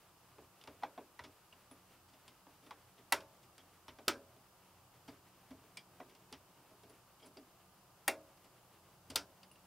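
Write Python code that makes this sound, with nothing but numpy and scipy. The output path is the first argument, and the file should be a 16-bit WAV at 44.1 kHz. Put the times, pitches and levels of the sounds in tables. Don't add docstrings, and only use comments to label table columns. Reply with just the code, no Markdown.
import sys
import numpy as np
from scipy import signal
from scipy.fft import rfft, irfft
from scipy.io import wavfile
from scipy.ndimage import uniform_filter1d

SR = 44100
rng = np.random.default_rng(int(sys.argv[2]) if len(sys.argv) > 2 else 0)


def volts_from_db(level):
    exponent = np.asarray(level, float) / 20
    return 10 ** exponent


def store_wav(level_fs):
    pcm = np.round(np.clip(np.atleast_2d(level_fs), -1, 1) * 32767)
    wavfile.write(sys.argv[1], SR, pcm.T.astype(np.int16))


N = 426006


def level(x, db):
    return x * volts_from_db(db) / np.sqrt(np.mean(x ** 2))


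def band(x, lo_hz, hi_hz):
    return signal.sosfilt(signal.butter(2, [lo_hz, hi_hz], "bandpass", fs=SR, output="sos"), x)


def coloured(points):
    cut_hz = 15770
    hz, db = np.transpose(points)
    f = np.maximum(np.fft.rfftfreq(N, 1 / SR), 1)
    gain = volts_from_db(np.interp(np.log(f), np.log(hz), db)) * (f < cut_hz)
    return level(irfft(rfft(rng.standard_normal(N)) * gain, N), 0)


def walk(rate_hz):
    hold = int(SR / rate_hz)
    steps = np.repeat(rng.standard_normal(N // hold + 1), hold)
    slewed = uniform_filter1d(uniform_filter1d(steps, hold), hold)
    return level(slewed[:N], 0)


def fade(t60_s, size):
    return 1000. ** (-np.arange(size) / SR / max(t60_s, .005))


def ring(modes, size=SR // 2):
    t = np.arange(size) / SR
    out = 0
    for k, (hz, db, t60_s) in enumerate(modes):
        out = out + (-1) ** k * volts_from_db(db) * np.sin(2 * np.pi * hz * t) * fade(t60_s, size)
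    return out


def add(track, s, sound):
    i = int(s * SR)
    track[i:i + len(sound)] += sound[:N - i]


def contact(colour, ms, rise, blow_db, grit_db, size=SR // 4):
    # (frequency [Hz], early level [dB], early t60 [s], late level [dB], late t60 [s])
    case_bands = [(287, 3.5, 0.16, -10, 0.38), (410, 0.5, 0.13, -5, 0.39), (586, 2.5, 0.12, -7, 0.39),
                  (939, 8, 0.061, -6, 0.25), (1450, -1, 0.063, -5.5, 0.2), (2070, -4.5, 0.047, -1, 0.14),
                  (3110, 4.5, 0.061, -7.5, 0.15), (5050, 10.5, 0.027, -4, 0.15),
                  (6900, 13.5, 0.018, -20.5, 0.063), (9970, 9.5, 0.024, -8.5, 0.13),
                  (8340, 10, 0.027, -12, 0.16), (12130, 3, 0.03, -11.5, 0.12),
                  (13960, -15, 0.016, -20, 0.11)]
    t = np.arange(size) / SR * 1000 / np.clip(ms, .3, 30)
    chance = rng.standard_normal((3, size))
    unevenness_db = grit_db * uniform_filter1d(chance[1], 9) * 3.6
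    grains = chance[0] * volts_from_db(unevenness_db) * np.exp(-t)
    grains[int(rise * ms * SR / 1000)] += volts_from_db(blow_db)
    swell = 1 - np.exp(-t / rise)
    colour_hz, colour_db = np.transpose(colour)
    out = 0
    for hz, early_db, early_t60_s, late_db, late_t60_s in case_bands:
        early = volts_from_db(early_db - 6.5) * fade(early_t60_s, size)
        late = volts_from_db(late_db - 1.5) * fade(late_t60_s, size)
        tail = chance[2] * (early + late)
        gain = volts_from_db(np.interp(np.log(hz), np.log(colour_hz), colour_db))
        out = out + gain * band((grains + tail) * swell, hz / 1.163, hz * 1.145)
    return out


def latches():
    # (time [s], peak [dB], chatter [ms])
    snaps = [
        (3.1233, -13, 1.9),
        (4.0805, -14.5, 2.36),
        (8.079, -13.5, 2.2),
        (9.1579, -17, 1.93),
    ]
    # (lead [ms], level [dB], frequency [Hz])
    yields = [
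        (2.36, -35, 1080),
        (1.1, -23.5, 440),
        (2.7, -46, 1080),
        (2.48, -34.5, 660),
    ]
    # (frequency [Hz], density [dB per Hz])
    snap_colours = [
        [(150, -44), (250, -12), (968, -1.5), (1620, 0.5), (1950, 4), (2090, -3.5), (3620, -4.5), (4300, -12.5),
         (5460, -7), (6260, -24), (8970, -7), (15000, -12.5)],
        [(150, -35), (250, 2), (433, -1.5), (801, -8), (1360, 6), (1790, -11), (2130, -0.5), (4080, -3),
         (5280, -6.5), (7300, -14), (7960, -7), (15000, -14)],
        [(150, -33), (250, -6), (463, -7.5), (641, -0.5), (844, -8), (1250, -4.5), (1990, -0.5), (3620, -11),
         (5100, -10.5), (5950, -19), (10100, -6.5), (15000, -14)],
        [(150, -39), (250, -10), (788, -7.5), (919, -9), (1070, -18), (1390, -1.5), (1790, -6), (3620, -1),
         (5100, -2.5), (5550, -2), (10800, -7.5), (15000, -15)],
    ]
    # (frequency [Hz], level [dB], t60 [s])
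    clacks = [
        [(800, -27, 0.043), (1982, -20.5, 0.038), (2693, -23, 0.025)],
        [(1286, -34.5, 0.07), (2890, -40, .05), (4790, -36, 0.035)],
        [(800, -30, 0.075), (1870, -22, 0.035), (2740, -33.5, 0.099)],
        [(1380, -39.5, 0.14), (3640, -19.5, 0.017), (4600, -43, 0.051)],
    ]
    # (frequency [Hz], level [dB], t60 [s])
    latch_modes = [
        [(305, -14.5, 0.38), (640, -8, 0.091), (824, -19, 0.22), (890, -19, 0.58), (931, 11, 0.086),
         (1002, -10.5, 0.17)],
        [(261, -20, 0.14), (316, -10, 0.26), (344, -10.5, 0.45), (570, 2, 0.28), (608, -20, 0.67),
         (985, -12, 0.47)],
        [(310, -0.5, 0.41), (560, -18, 0.3), (640, -6, 0.2), (904, 0, 0.23), (1044, -6, 0.2), (1113, -13, 0.32)],
        [(288, -0.5, 0.23), (354, -14, 0.44), (546, -18, 0.97), (646, -15, 0.092), (907, 3, 0.16),
         (1000, -12, 0.44)],
    ]
    latch_ring_db = [-38, -46, -47, -47.5]
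    # (frequency [Hz], level [dB], t60 [s])
    long_modes = [(638, -53, 0.61), (555, -51, 0.55)]
    long_ring_db = [-2, 0.5, 2.5, -11]
    out = np.zeros(N)
    for k, (s, peak_db, ms) in enumerate(snaps):
        onset = 1 - fade(.003, SR // 2)
        lead_ms, db, hz = yields[k]
        add(out, s - lead_ms / 1000, ring([(hz, db, .02)]) * onset)
        crack = contact(snap_colours[k], ms, 0.16, blow_db=21, grit_db=2.0, size=SR // 3)
        add(out, s, volts_from_db(peak_db - 1.5) * crack)
        add(out, s, volts_from_db(long_ring_db[k]) * ring(long_modes) * (1 - fade(.2, SR // 2)))
        add(out, s, (ring(clacks[k]) + volts_from_db(latch_ring_db[k]) * ring(latch_modes[k])) * onset)
    return out


def contacts():
    # (time [s], peak [dB], weight = bass under peak [dB], hardness = treble under peak [dB])
    knocks = [(0.383, -46.5, -5.5, -21), (0.674, -40.5, -9.5, -12), (0.834, -29.5, -20, -18),
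              (0.977, -36, -9.5, -22.5), (1.192, -36.5, -24, -14.5), (1.711, -48.5, -7, -14.5),
              (2.467, -50, -9.5, -19), (2.708, -37.5, -25, -14), (3.986, -42.5, -7, -15.5),
              (4.364, -62.5, 1, -7), (5.515, -57, -1, -18), (5.638, -54.5, -8, -18),
              (6.0008, -38, -10, -20), (6.834, -54.5, -0.5, -8), (7.37, -50, 1.3, -8),
              (8.212, -67, -2, -13), (3.881, -40.5, -20, -12), (9.102, -53.5, -2, 1.5)]
    # (time [s], peak [dB], weight [dB], hardness [dB])
    ticks = [(0.6121, -47, -30, -22), (0.6382, -49.5, -14, -12.5), (1.527, -53.5, -10.5, -19),
             (2.2789, -46, -19, -13), (3.2046, -46, -27, -19), (3.5799, -49, -12, -9.5),
             (5.7713, -39, -22, -11), (6.1495, -51.5, -20.5, -13.5), (6.3256, -39, -16, -13.5),
             (6.338, -44, -19, -23), (0.824, -51, -1, -19), (8.3732, -57, -24, -17),
             (9.431, -47.5, -21, -15), (9.5134, -65.5, -3.5, 1.1), (9.5555, -60, -11, -16)]
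    # (time [s], peak [dB], weight [dB], hardness [dB])
    scrapes = [(1.2363, -38.5, -11.5, -14.5), (2.084, -54, -17, -7), (2.131, -51.5, -13, -11),
               (2.6242, -55, -9, -14), (2.6382, -56.5, -4, -7), (2.6609, -48, -10, -17.5),
               (2.9772, -48, -12, -24), (3.4273, -53.5, -25, -6), (3.59, -53.5, -7.5, -18),
               (3.881, -39, -16.5, -22), (5.0772, -42, -7.5, -12), (5.5042, -49, -3.5, -10),
               (6.0932, -53, -7, -11), (6.7, -62, 4, -7), (6.894, -55, -3.5, -6), (7.1944, -56, -8, -10),
               (7.2196, -52.5, -4, -12), (7.2404, -54, -1.5, -8), (7.2597, -56, -4.5, 4.5),
               (8.4418, -53, -10, -6), (9.0985, -41, -8, -3)]
    edges_hz = np.array([180, 600, 1800, 5000, 15000])
    # (frequency [Hz], level [dB], t60 [s])
    panel_modes = [(259.6, -3, 0.28), (298.6, -5.5, 0.37), (410, -5.5, 0.2), (632, -5, 0.23)]
    # (frequency [Hz], width [Hz], level [dB])
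    cavity = [(2740, 460, -12), (4736, 500, -21.5), (9900, 1600, -13)]

    def dull(rms_db, weight_db, hard_db):
        return [weight_db, rms_db, hard_db, hard_db * 1.78]

    def thin(lean_db):
        return lambda rms_db, weight_db, hard_db: [weight_db - lean_db, weight_db + lean_db, rms_db, hard_db]

    # (table, band levels, peak to rms [dB], chatter [ms], rise [chatters], first blow [dB], grit [dB])
    kinds = ((knocks, dull, -9, 1.7, .18, 24, 2.5),
             (ticks, thin(1.5), -9, 1.7, .18, 22, 2.5),
             (scrapes, thin(-1.5), -7, 7.7, .9, 4, 3.5))
    out = np.zeros(N)
    centres_hz = [*np.sqrt(edges_hz[1:] * edges_hz[:-1]), edges_hz[-1]]
    for table, shape, rms_db, ms, rise, blow_db, grit_db in kinds:
        for s, peak_db, weight_db, hard_db in table:
            band_db = peak_db + np.array(shape(rms_db, weight_db, hard_db))
            per_hz_db = band_db - 10 * np.log10(np.diff(edges_hz) / (SR / 2))
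            colour = np.transpose([centres_hz, [*per_hz_db, per_hz_db[-1] - 19.5]])
            add(out, s, contact(colour, ms, rise, blow_db, grit_db, size=SR // 5))
            struck = []
            for (hz, db, t60_s), luck in zip(panel_modes, rng.standard_normal(len(panel_modes))):
                struck.append((hz, db + band_db[0] - 10.5 + 3 * np.clip(luck, -2, 1.5), t60_s))
            add(out, s, ring(struck, SR // 4) * (1 - fade(0.0058, SR // 4)))
    return out + sum(volts_from_db(db) * band(out, hz - w / 2, hz + w / 2) for hz, w, db in cavity)


def parts(size=SR // 4):
    # (time [s], frequency [Hz], level [dB])
    board = [(.826, 786, -49), (.833, 800, -29), (.977, 708, -39), (1.191, 946, -48), (2.708, 1120, -46),
             (2.715, 640, -56), (.85, 640, -45.5), (.99, 480, -54), (6.0, 710, -45.5), (6.319, 420, -48.5),
             (7.368, 400, -48)]
    board_t60_s = 0.046
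    part_modes = {"panel": (265, 0.096), "module": (1920, 0.047), "arm": (2770, 0.044),
                  "spreader": (4780, 0.062), "fins": (8400, 0.066), "springs": (10230, .085),
                  "bracket low": (2300, 0.1), "bracket middle": (3250, .14), "bracket high": (5020, .17)}
    # (time [s], part, level [dB])
    touches = [(.833, "module", -46), (1.191, "module", -46), (1.525, "arm", -55), (1.712, "springs", -55),
               (2.66, "springs", -66.5), (3.59, "bracket middle", -62.5), (5.084, "panel", -45),
               (5.09, "spreader", -56), (5.512, "panel", -47), (5.77, "bracket low", -48),
               (5.77, "bracket middle", -54), (5.77, "bracket high", -55), (5.77, "fins", -51),
               (6.01, "module", -58), (6.326, "panel", -50.5), (6.326, "spreader", -53),
               (6.895, "springs", -61), (7.195, "bracket middle", -66), (7.225, "bracket middle", -62),
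               (7.23, "bracket high", -65), (7.255, "springs", -59), (7.26, "fins", -65),
               (7.369, "spreader", -54), (9.1, "panel", -46), (9.102, "spreader", -47), (9.429, "arm", -63),
               (9.431, "spreader", -59), (9.513, "arm", -59), (9.515, "springs", -59), (9.556, "arm", -64)]
    # (time [s], level [dB])
    thuds = [(0.386, -62), (0.675, -59), (1.201, -58), (1.709, -71), (3.125, -56.5), (3.876, -59),
             (4.08, -55.5), (5.081, -61), (5.509, -59.5), (6.322, -62), (8.079, -63), (9.102, -55),
             (9.158, -58)]
    # (frequency [Hz], level [dB], t60 [s])
    desk_modes = [(71.84, -1.5, 0.35), (96.6, -4.5, 0.61), (134.4, -1.5, 0.34)]
    out = np.zeros(N)
    touched = [(s, hz, db, board_t60_s) for s, hz, db in board]
    touched += [(s, part_modes[part][0], db, part_modes[part][1]) for s, part, db in touches]
    for s, hz, db, t60_s in touched:
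        if hz > 3200:
            noise = band(rng.standard_normal(size), hz * .96, hz * 1.04)
            sound = level(noise, db - 4) * fade(t60_s, size)
        else:
            sound = ring([(hz, db, t60_s), (hz * 1.048, db - 2.5, t60_s), (hz * .93, db - 7.5, t60_s)], size)
        add(out, s, sound * (1 - fade(.004, size)))
    for s, db in thuds:
        add(out, s, volts_from_db(db - 2.0) * ring(desk_modes) * (1 - fade(0.079, SR // 2)))
    return out


def rustle():
    # (time [s], level [dB])
    busyness = [(0, -74.5), (.35, -74.5), (.7, -72), (1.6, -74), (2.7, -73.5), (4.4, -74.5), (6.8, -73.5),
                (7.3, -76.5), (9.66, -74.5)]
    # (frequency [Hz], density [dB per Hz])
    friction_colour = [(100, -10.5), (300, 3.5), (1000, -0.5), (3000, -4), (5000, -13.5), (12000, -15.5)]
    s, db = np.transpose(busyness)
    return coloured(friction_colour) * volts_from_db(np.interp(np.arange(N) / SR, s, db) + 2.6 * walk(30))


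def room():
    # (frequency [Hz], density [dB per Hz])
    mid_colour = [(15, -47.5), (25, -12.5), (59, -3), (79, -11), (128, 2.5), (158, -3.5), (186, 2.5),
                  (219, -10), (363, -3.5), (415, -9), (621, -5.5), (879, -4), (1240, -6), (2020, -20),
                  (15000, -23)]
    # (frequency [Hz], density [dB per Hz])
    side_colour = [(15, -39.5), (25, -11), (59, -4.5), (301, -5), (438, -5), (978, -6.5), (1090, -7),
                   (1670, -7.5), (15000, -7)]
    # (frequency [Hz], width [Hz], level [dB])
    hum = [(89, 5.7, -80), (120.1, 4.8, -82.5), (184, 5.5, -84), (1002, 16, -91.5), (1196, 43.6, -85.5),
           (2840, 475, -84.5), (4884, 830, -85)]
    mid_db, side_db = -68, -73.5
    air = coloured(mid_colour[:-1]) * volts_from_db(mid_db)
    mid = air + (volts_from_db(1.485 * walk(1.3)) - 1) * band(air, 30, 1200)
    for hz, w, db in hum:
        mid += level(band(rng.standard_normal(N), hz - w / 2, hz + w / 2), db)
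    return mid, coloured(side_colour[:-1]) * volts_from_db(side_db)


def scene():
    heard = latches() + contacts() + parts()
    scatter = rng.standard_normal(400) * fade(0.0046, 400)
    apart = signal.fftconvolve(heard, scatter)[:N]
    apart = volts_from_db(-45) * band(apart, 4500, 17700) + volts_from_db(-61.5) * band(apart, 100, 4070)
    air, air_side = room()
    mid, side = heard + rustle() + air, apart + air_side
    return np.array([mid + side, mid - side])


def top_cut(x):
    return signal.sosfilt(signal.butter(12, 16780, fs=SR, output="sos"), x)


def record(dry):
    dull = signal.sosfilt(signal.cheby2(10, 45, 16700, fs=SR, output="sos"), dry)
    return top_cut(dull)


dry = scene()
out = record(dry)
store_wav(out)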